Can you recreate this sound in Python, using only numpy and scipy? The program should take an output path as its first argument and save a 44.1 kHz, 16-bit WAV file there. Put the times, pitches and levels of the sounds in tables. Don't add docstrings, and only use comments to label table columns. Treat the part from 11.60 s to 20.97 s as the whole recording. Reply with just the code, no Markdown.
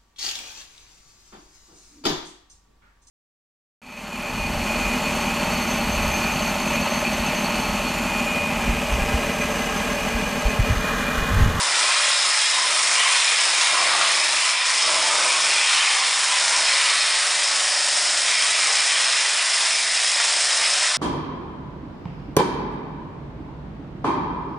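import sys
import numpy as np
from scipy import signal
from scipy.fft import rfft, irfft, next_fast_len
from scipy.io import wavfile

SR = 44100
rng = np.random.default_rng(int(sys.argv[2]) if len(sys.argv) > 2 else 0)


def to_wav(sig):
    pcm = np.clip(np.atleast_2d(sig), -1, 1) * 32767
    pcm = np.round(pcm).astype(np.int16)
    wavfile.write(sys.argv[1], SR, pcm.T)


N = 413216


def undb(db):
    return 10 ** (np.asarray(db) / 20)

def unit(x):
    return x / np.sqrt(np.mean(x ** 2))

def curves(table):
    times, *columns = np.transpose(table)
    return [np.interp(np.arange(N) / SR, times, column) for column in columns]

def envelope(start, length, attack_s, release_s):
    t = np.arange(N) / SR - start
    return np.clip(t / attack_s, 0, 1) * np.exp(-np.maximum(t - length, 0) / release_s)

def swells(table, attack_s, release_s):
    power = sum(np.outer(undb(db) ** 2, envelope(start, length, attack_s, release_s) ** 2)
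                for start, length, *db in table)
    return np.sqrt(power)

def colour(x, spectrum):
    hz, db = np.transpose(spectrum)
    size = next_fast_len(N + SR // 2)
    f = np.maximum(np.fft.rfftfreq(size, 1 / SR), 1)
    gain = undb(np.interp(np.log(f), np.log(hz), db))
    return unit(irfft(rfft(x, size) * gain, size)[:N])

def through(x, response):
    return signal.oaconvolve(x, response)[:len(x)]

def ringing(modes):
    t = np.arange(SR // 5) / SR
    return sum(undb(db) * np.sin(2 * np.pi * hz * t) * np.exp(-np.log(1000) * t / t60) * (-1) ** k
               for k, (hz, db, t60) in enumerate(modes))

def burst(t60):
    decay = np.exp(-np.log(1000) * np.arange(int(t60 * SR) + 1) / (t60 * SR))[:SR]
    noise = rng.standard_normal(SR)[:len(decay)] * decay
    return noise / np.linalg.norm(noise)

def diffuse(x, t60, patterns):
    place, out = np.linspace(0, patterns - 1, N), np.zeros(N + SR)
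    for k in range(patterns):
        at = np.flatnonzero(abs(place - k) < 1)
        crossfade = np.cos(np.pi / 2 * (place[at] - k))
        sound = signal.fftconvolve(x[at] * crossfade, burst(t60))
        out[at[0]:at[0] + len(sound)] += sound
    return out[:N]

def clicks(times, sizes):
    at = np.round(times * SR).astype(int)
    inside = (at >= 0) & (at < N)
    return np.bincount(at[inside], sizes[inside], N)

def blows(turns, share, scatter_db, jitter_s):
    chance = np.clip(rng.standard_normal((240, 2)), -1.7, 1.7)
    times = np.interp(np.arange(len(chance)) + share, turns, np.arange(N) / SR, left=-1, right=-1)
    return clicks(times + jitter_s * chance[:, 0], undb(scatter_db * chance[:, 1]))

def bounces(turns, per_s, spread_db, bunching):
    hit = rng.random(N) < per_s / SR
    size = undb(spread_db * np.clip(rng.standard_normal(N), -2, 2)) * rng.choice([-1, 1], N)
    return hit * size * np.exp(-bunching * (turns % 1))

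def wander(cycles):
    values = rng.standard_normal(240)
    return np.interp(cycles, np.arange(len(values)), values)

def harmonics(turns, orders, phases):
    return unit(sum(undb(db) * np.sin(2 * np.pi * (round(k) * turns + phases[round(k)]))
                    for k, db in orders))


def room(x, wet_db):
    low_cut = signal.butter(2, 260, "high", fs=SR, output="sos")
    tail = signal.sosfilt(low_cut, diffuse(x, t60=1, patterns=48))
    wash = np.r_[np.zeros(SR // 250), tail][:N]
    return (x + undb(wet_db) * wash) / np.sqrt(1 + undb(2 * wet_db))

# multiple of the blow rate, relative level in dB.
MACHINE_PARTIALS = [(1, -16), (2, -14), (3, -15), (4, -15), (5, -16), (6, -4.5), (7, -16), (8, -7),
                    (9, -13), (12, 0), (13, 0), (14, 0), (15, -5), (16, -4), (17, 0), (18, 3), (24, 6),
                    (31, 9)]
FLOOR_PARTIALS = [(6, -7), (7, -17), (12, -8), (13, -1), (14, -8), (15, 0), (16, -6), (17, -3)]
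def hum(turns, thud, recoil_db):
    phases = rng.random(32)
    machine = undb(-51.5 + recoil_db) * harmonics(turns, MACHINE_PARTIALS, phases)
    floor = thud * undb(-17 - recoil_db) * harmonics(turns, FLOOR_PARTIALS, phases + .25)
    return machine + floor

# frequency in Hz, relative level in dB.
GRIT_SPECTRUM = [(30, -44.5), (120, -28.5), (250, -21.5), (600, -7.5), (2000, 2.5), (4500, 1.5),
                 (5600, 5.5), (6400, 1), (7100, 4), (7700, 2), (8200, 3.5), (9000, 1), (10000, 0.5)]
def mortar_and_fan(turns):
    grains = bounces(turns, per_s=5000, spread_db=4, bunching=.7)
    grip = undb(2 * wander(turns))
    fan = undb(-11) * rng.standard_normal(N)
    return colour(unit(grains * grip) + fan, GRIT_SPECTRUM)

def plates(contacts, low_hz, high_hz, t60, modes, clack_db):
    ring, hop = np.zeros(N + SR), SR // 14
    for start in range(0, N, hop):
        plate = [(low_hz + (high_hz - low_hz) * u, 0, t60 * (.5 + v)) for u, v in rng.random((modes, 2))]
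        sound = signal.fftconvolve(contacts[start:start + hop], ringing(plate))
        ring[start:start + len(sound)] += sound
    return unit(ring[:N]) + undb(clack_db) * unit(contacts)

# frequency in Hz, relative level in dB.
TILE_SPECTRUM = [(200, -32), (450, -12.5), (620, -6.5), (780, -6.5), (1050, 3.5), (1190, -2), (1260, 1.5),
                 (1350, -4), (1700, -8.5), (2600, -8.5)]
PIECE_SPECTRUM = [(400, -45.5), (900, -8), (1600, -7), (1950, -1.5), (2280, -1.5), (2440, 1.5),
                  (2560, -3.5), (3020, -5), (3170, -3.5), (3750, -3.5), (4400, -7), (5800, -18),
                  (10000, -12.5)]
# time in seconds, tiles in dB, pieces in dB.
HEAP_LEVELS = [(0, -30, -23), (.85, -30, -22), (2.8, -28, -22), (3.6, -25.5, -22.5), (4.7, -28.5, -22.5),
               (5.5, -28.5, -21), (6.2, -37.5, -29.5), (7, -41, -23.5), (7.75, -30.5, -23),
               (8.25, -40, -26.5), (8.85, -39, -28.5), (9.37, -29, -26)]
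def chatter(turns, bite_tiles, prise_tiles, prise_pieces):
    heavy = bounces(turns, per_s=800, spread_db=2, bunching=.3)
    light = bounces(turns, per_s=2200, spread_db=2.5, bunching=.1)
    tiles = plates(heavy, low_hz=541, high_hz=1737, t60=.025, modes=14, clack_db=10)
    pieces = plates(light, low_hz=1582, high_hz=4742, t60=.036, modes=20, clack_db=13.5)
    heap_tiles, heap_pieces = undb(curves(HEAP_LEVELS))
    tiles_gain = np.sqrt(heap_tiles ** 2 + bite_tiles ** 2 + prise_tiles ** 2)
    pieces_gain = np.hypot(heap_pieces, prise_pieces)
    return tiles_gain * colour(tiles, TILE_SPECTRUM) + pieces_gain * colour(pieces, PIECE_SPECTRUM)

# start in seconds, level in dB, pitch in Hz.
FRACTURES = [(.209, -23, 2450), (1.719, -12, 1250), (2.01, -3, 2730), (2.412, -5.5, 1280),
             (4.131, -9, 2440), (6.681, -8, 4650), (8.006, -9.5, 4300), (8.6, -9, 1398),
             (8.906, -10.5, 3870), (9.238, -9, 1930)]
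def cracks():
    modes = [(.62, -17), (1, 16.5), (1.47, -10), (1.9, -21)]
    band = signal.butter(2, [800, 6500], "band", fs=SR, output="sos")
    out = np.zeros(N)
    for start, db, hz in FRACTURES:
        ring = ringing([(hz * ratio, mode_db, .09) for ratio, mode_db in modes])
        snap = signal.sosfilt(band, burst(t60=.18))
        tap = clicks(np.array([start]), undb([db]))
        out += undb(-11.5) * through(tap, ring / abs(ring).max()) + through(tap, snap / abs(snap).max())
    return signal.sosfilt(signal.butter(2, 400, "high", fs=SR, output="sos"), out)

# share of the crank turn, relative level in dB.
STROKE_KNOCKS = [(0, 0), (.12, -3), (.33, -1.5), (.55, -3), (.76, -2)]
def stroke(turns, scatter_db, jitter_s):
    for share, db in STROKE_KNOCKS:
        yield undb(db) * blows(turns, share, scatter_db, jitter_s)

# frequency in Hz, relative level in dB, t60 in seconds.
SLAB_MODES = [(306, -12.5, 0.0077), (349, -4, 0.026), (442, -6.5, 0.04), (508, 2, 0.047), (593, 8, 0.036),
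              (674, 7.5, 0.041)]
def slab(turns):
    force = sum(stroke(turns, scatter_db=5.5, jitter_s=.00025))
    return unit(through(force, ringing(SLAB_MODES)))

# frequency in Hz, relative level in dB, t60 in seconds.
CHISEL_MODES = [(4720, -11.5, 0.015), (5152, -6, 0.02), (5310, -9, 0.015), (6600, -12.5, 0.0024),
                (8500, -12.5, 0.0016)]
def chisel(turns):
    strikes = unit(blows(turns, share=.05, scatter_db=2, jitter_s=.00004))
    skips = bounces(turns, per_s=350, spread_db=2, bunching=.1)
    grip = undb(1.5 * wander(turns))
    return unit(through(strikes + undb(17) * unit(skips * grip), ringing(CHISEL_MODES)))

# frequency in Hz, relative level in dB.
HOUSING_SPECTRUM = [(250, -30.5), (450, -17.5), (590, 3.5), (760, 3), (1100, -3.5), (1550, 2), (1950, 9.5),
                    (2400, -6.5), (2800, -6.5), (3750, 5.5), (4400, 3), (6300, -17.5), (10000, 0)]
def housing(turns):
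    rattle = sum(diffuse(knocks, t60=.075, patterns=10)
                 for knocks in stroke(turns, scatter_db=1.2, jitter_s=.00001))
    return colour(rattle, HOUSING_SPECTRUM)

def motor_load(bite, lag_s=.1, full_load_db=-38):
    keep = np.exp(-1 / (lag_s * SR))
    return signal.lfilter([1 - keep], [1, -keep], np.minimum(bite / undb(full_load_db), 1) ** 2)

# start and length in seconds, thud in dB, tile chatter in dB.
BLADE_BITES = [(-.05, 0.31, -39.5, -27), (.6, 0.082, -45.5, -26.5), (.91, .41, -41, -25.5),
               (1.76, 0.23, -42, -26), (2.08, 0.35, -35.5, -20.5), (2.5, 0.25, -41.5, -27),
               (3.2, 0.45, -36.5, -22), (3.68, .28, -38.5, -34), (4.75, 0.23, -40.5, -26.5),
               (6.28, .36, -46, -46), (6.94, 0.19, -43.5, -28), (8.7, 0.41, -42.5, -36)]
# start and length in seconds, whole tile in dB, broken pieces in dB.
TILE_PRISES = [(.09, .13, -22, -20.5), (.26, 0.28, -25.5, -21), (1.33, .24, -22, -17.5),
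               (1.62, .16, -26, -22.5), (1.96, 0.56, -28, -21), (3.8, 0.22, -34, -22.5),
               (4.0, 0.32, -32, -20), (5.02, 0.27, -29.5, -18), (6.66, 0.18, -44, -23),
               (7.24, 0.29, -35, -26), (8.5, .2, -44, -26), (8.98, 0.061, -37, -16.5)]
# start and length in seconds, drop of the crunch in dB.
BLADE_LIFTS = [(.3, 0.21, 2.5), (0.87, 0.39, 1.5), (2.075, 0.37, 5.5), (2.517, 0.23, 3.5),
               (2.906, 0.12, 12), (3.21, 0.19, 2), (4.2, 0.21, 2), (5.36, .32, 2), (7.53, 0.35, 0.5),
               (8.12, 0.19, 3), (9.237, 0.14, 3.5)]
# time in seconds, relative level in dB.
RECOIL_LEVELS = [(0, -4), (.8, -7), (2.2, -5.5), (3, -8), (3.9, -5.5), (4.5, -.5), (6, .5), (8, 0),
                 (9.37, -1.5)]
def scene():
    bite, bite_tiles = swells(BLADE_BITES, attack_s=.06, release_s=.07)
    prise_tiles, prise_pieces = swells(TILE_PRISES, attack_s=.067, release_s=.04)
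    lift_db = -sum(db * envelope(start, length, attack_s=.03, release_s=.012)
                   for start, length, db in BLADE_LIFTS)
    recoil_db, = curves(RECOIL_LEVELS)
    skim = undb(-49 + recoil_db + lift_db)
    thud = np.hypot(bite, skim)

    free_hz, sag_hz, waver_hz = 24.22, .28, 6.7
    load = motor_load(bite)
    turns = np.cumsum(free_hz - sag_hz * load) / SR + .3

    tiles = undb(.11 * lift_db) * chatter(turns, bite_tiles, prise_tiles, prise_pieces)
    floor = thud * slab(turns) + tiles
    ring_db = -28 + .2 * lift_db - .9 * wander(turns * waver_hz / free_hz)
    ring_db += .5 * load + 1.5 * prise_pieces / prise_pieces.max()
    tool = undb(-26 + recoil_db) * housing(turns) + undb(ring_db) * chisel(turns)
    debris = undb(-18.5 + lift_db) * mortar_and_fan(turns) + cracks()
    sound = room(floor + tool + debris, wet_db=-2.5) + hum(turns, thud, recoil_db)
    return np.array([sound, sound])

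def record(dry):
    response_s, threshold_db, top_hz = .005, -16, 9970
    keep = np.exp(-1 / (response_s * SR))
    power = signal.lfilter([1 - keep], [1, -keep], dry[0] ** 2)
    gain = (1 + (power / undb(threshold_db) ** 2) ** 2) ** -.2
    return signal.sosfilt(signal.ellip(12, .2, 80, top_hz, fs=SR, output="sos"), dry * gain)


dry = scene()
out = record(dry)
to_wav(out)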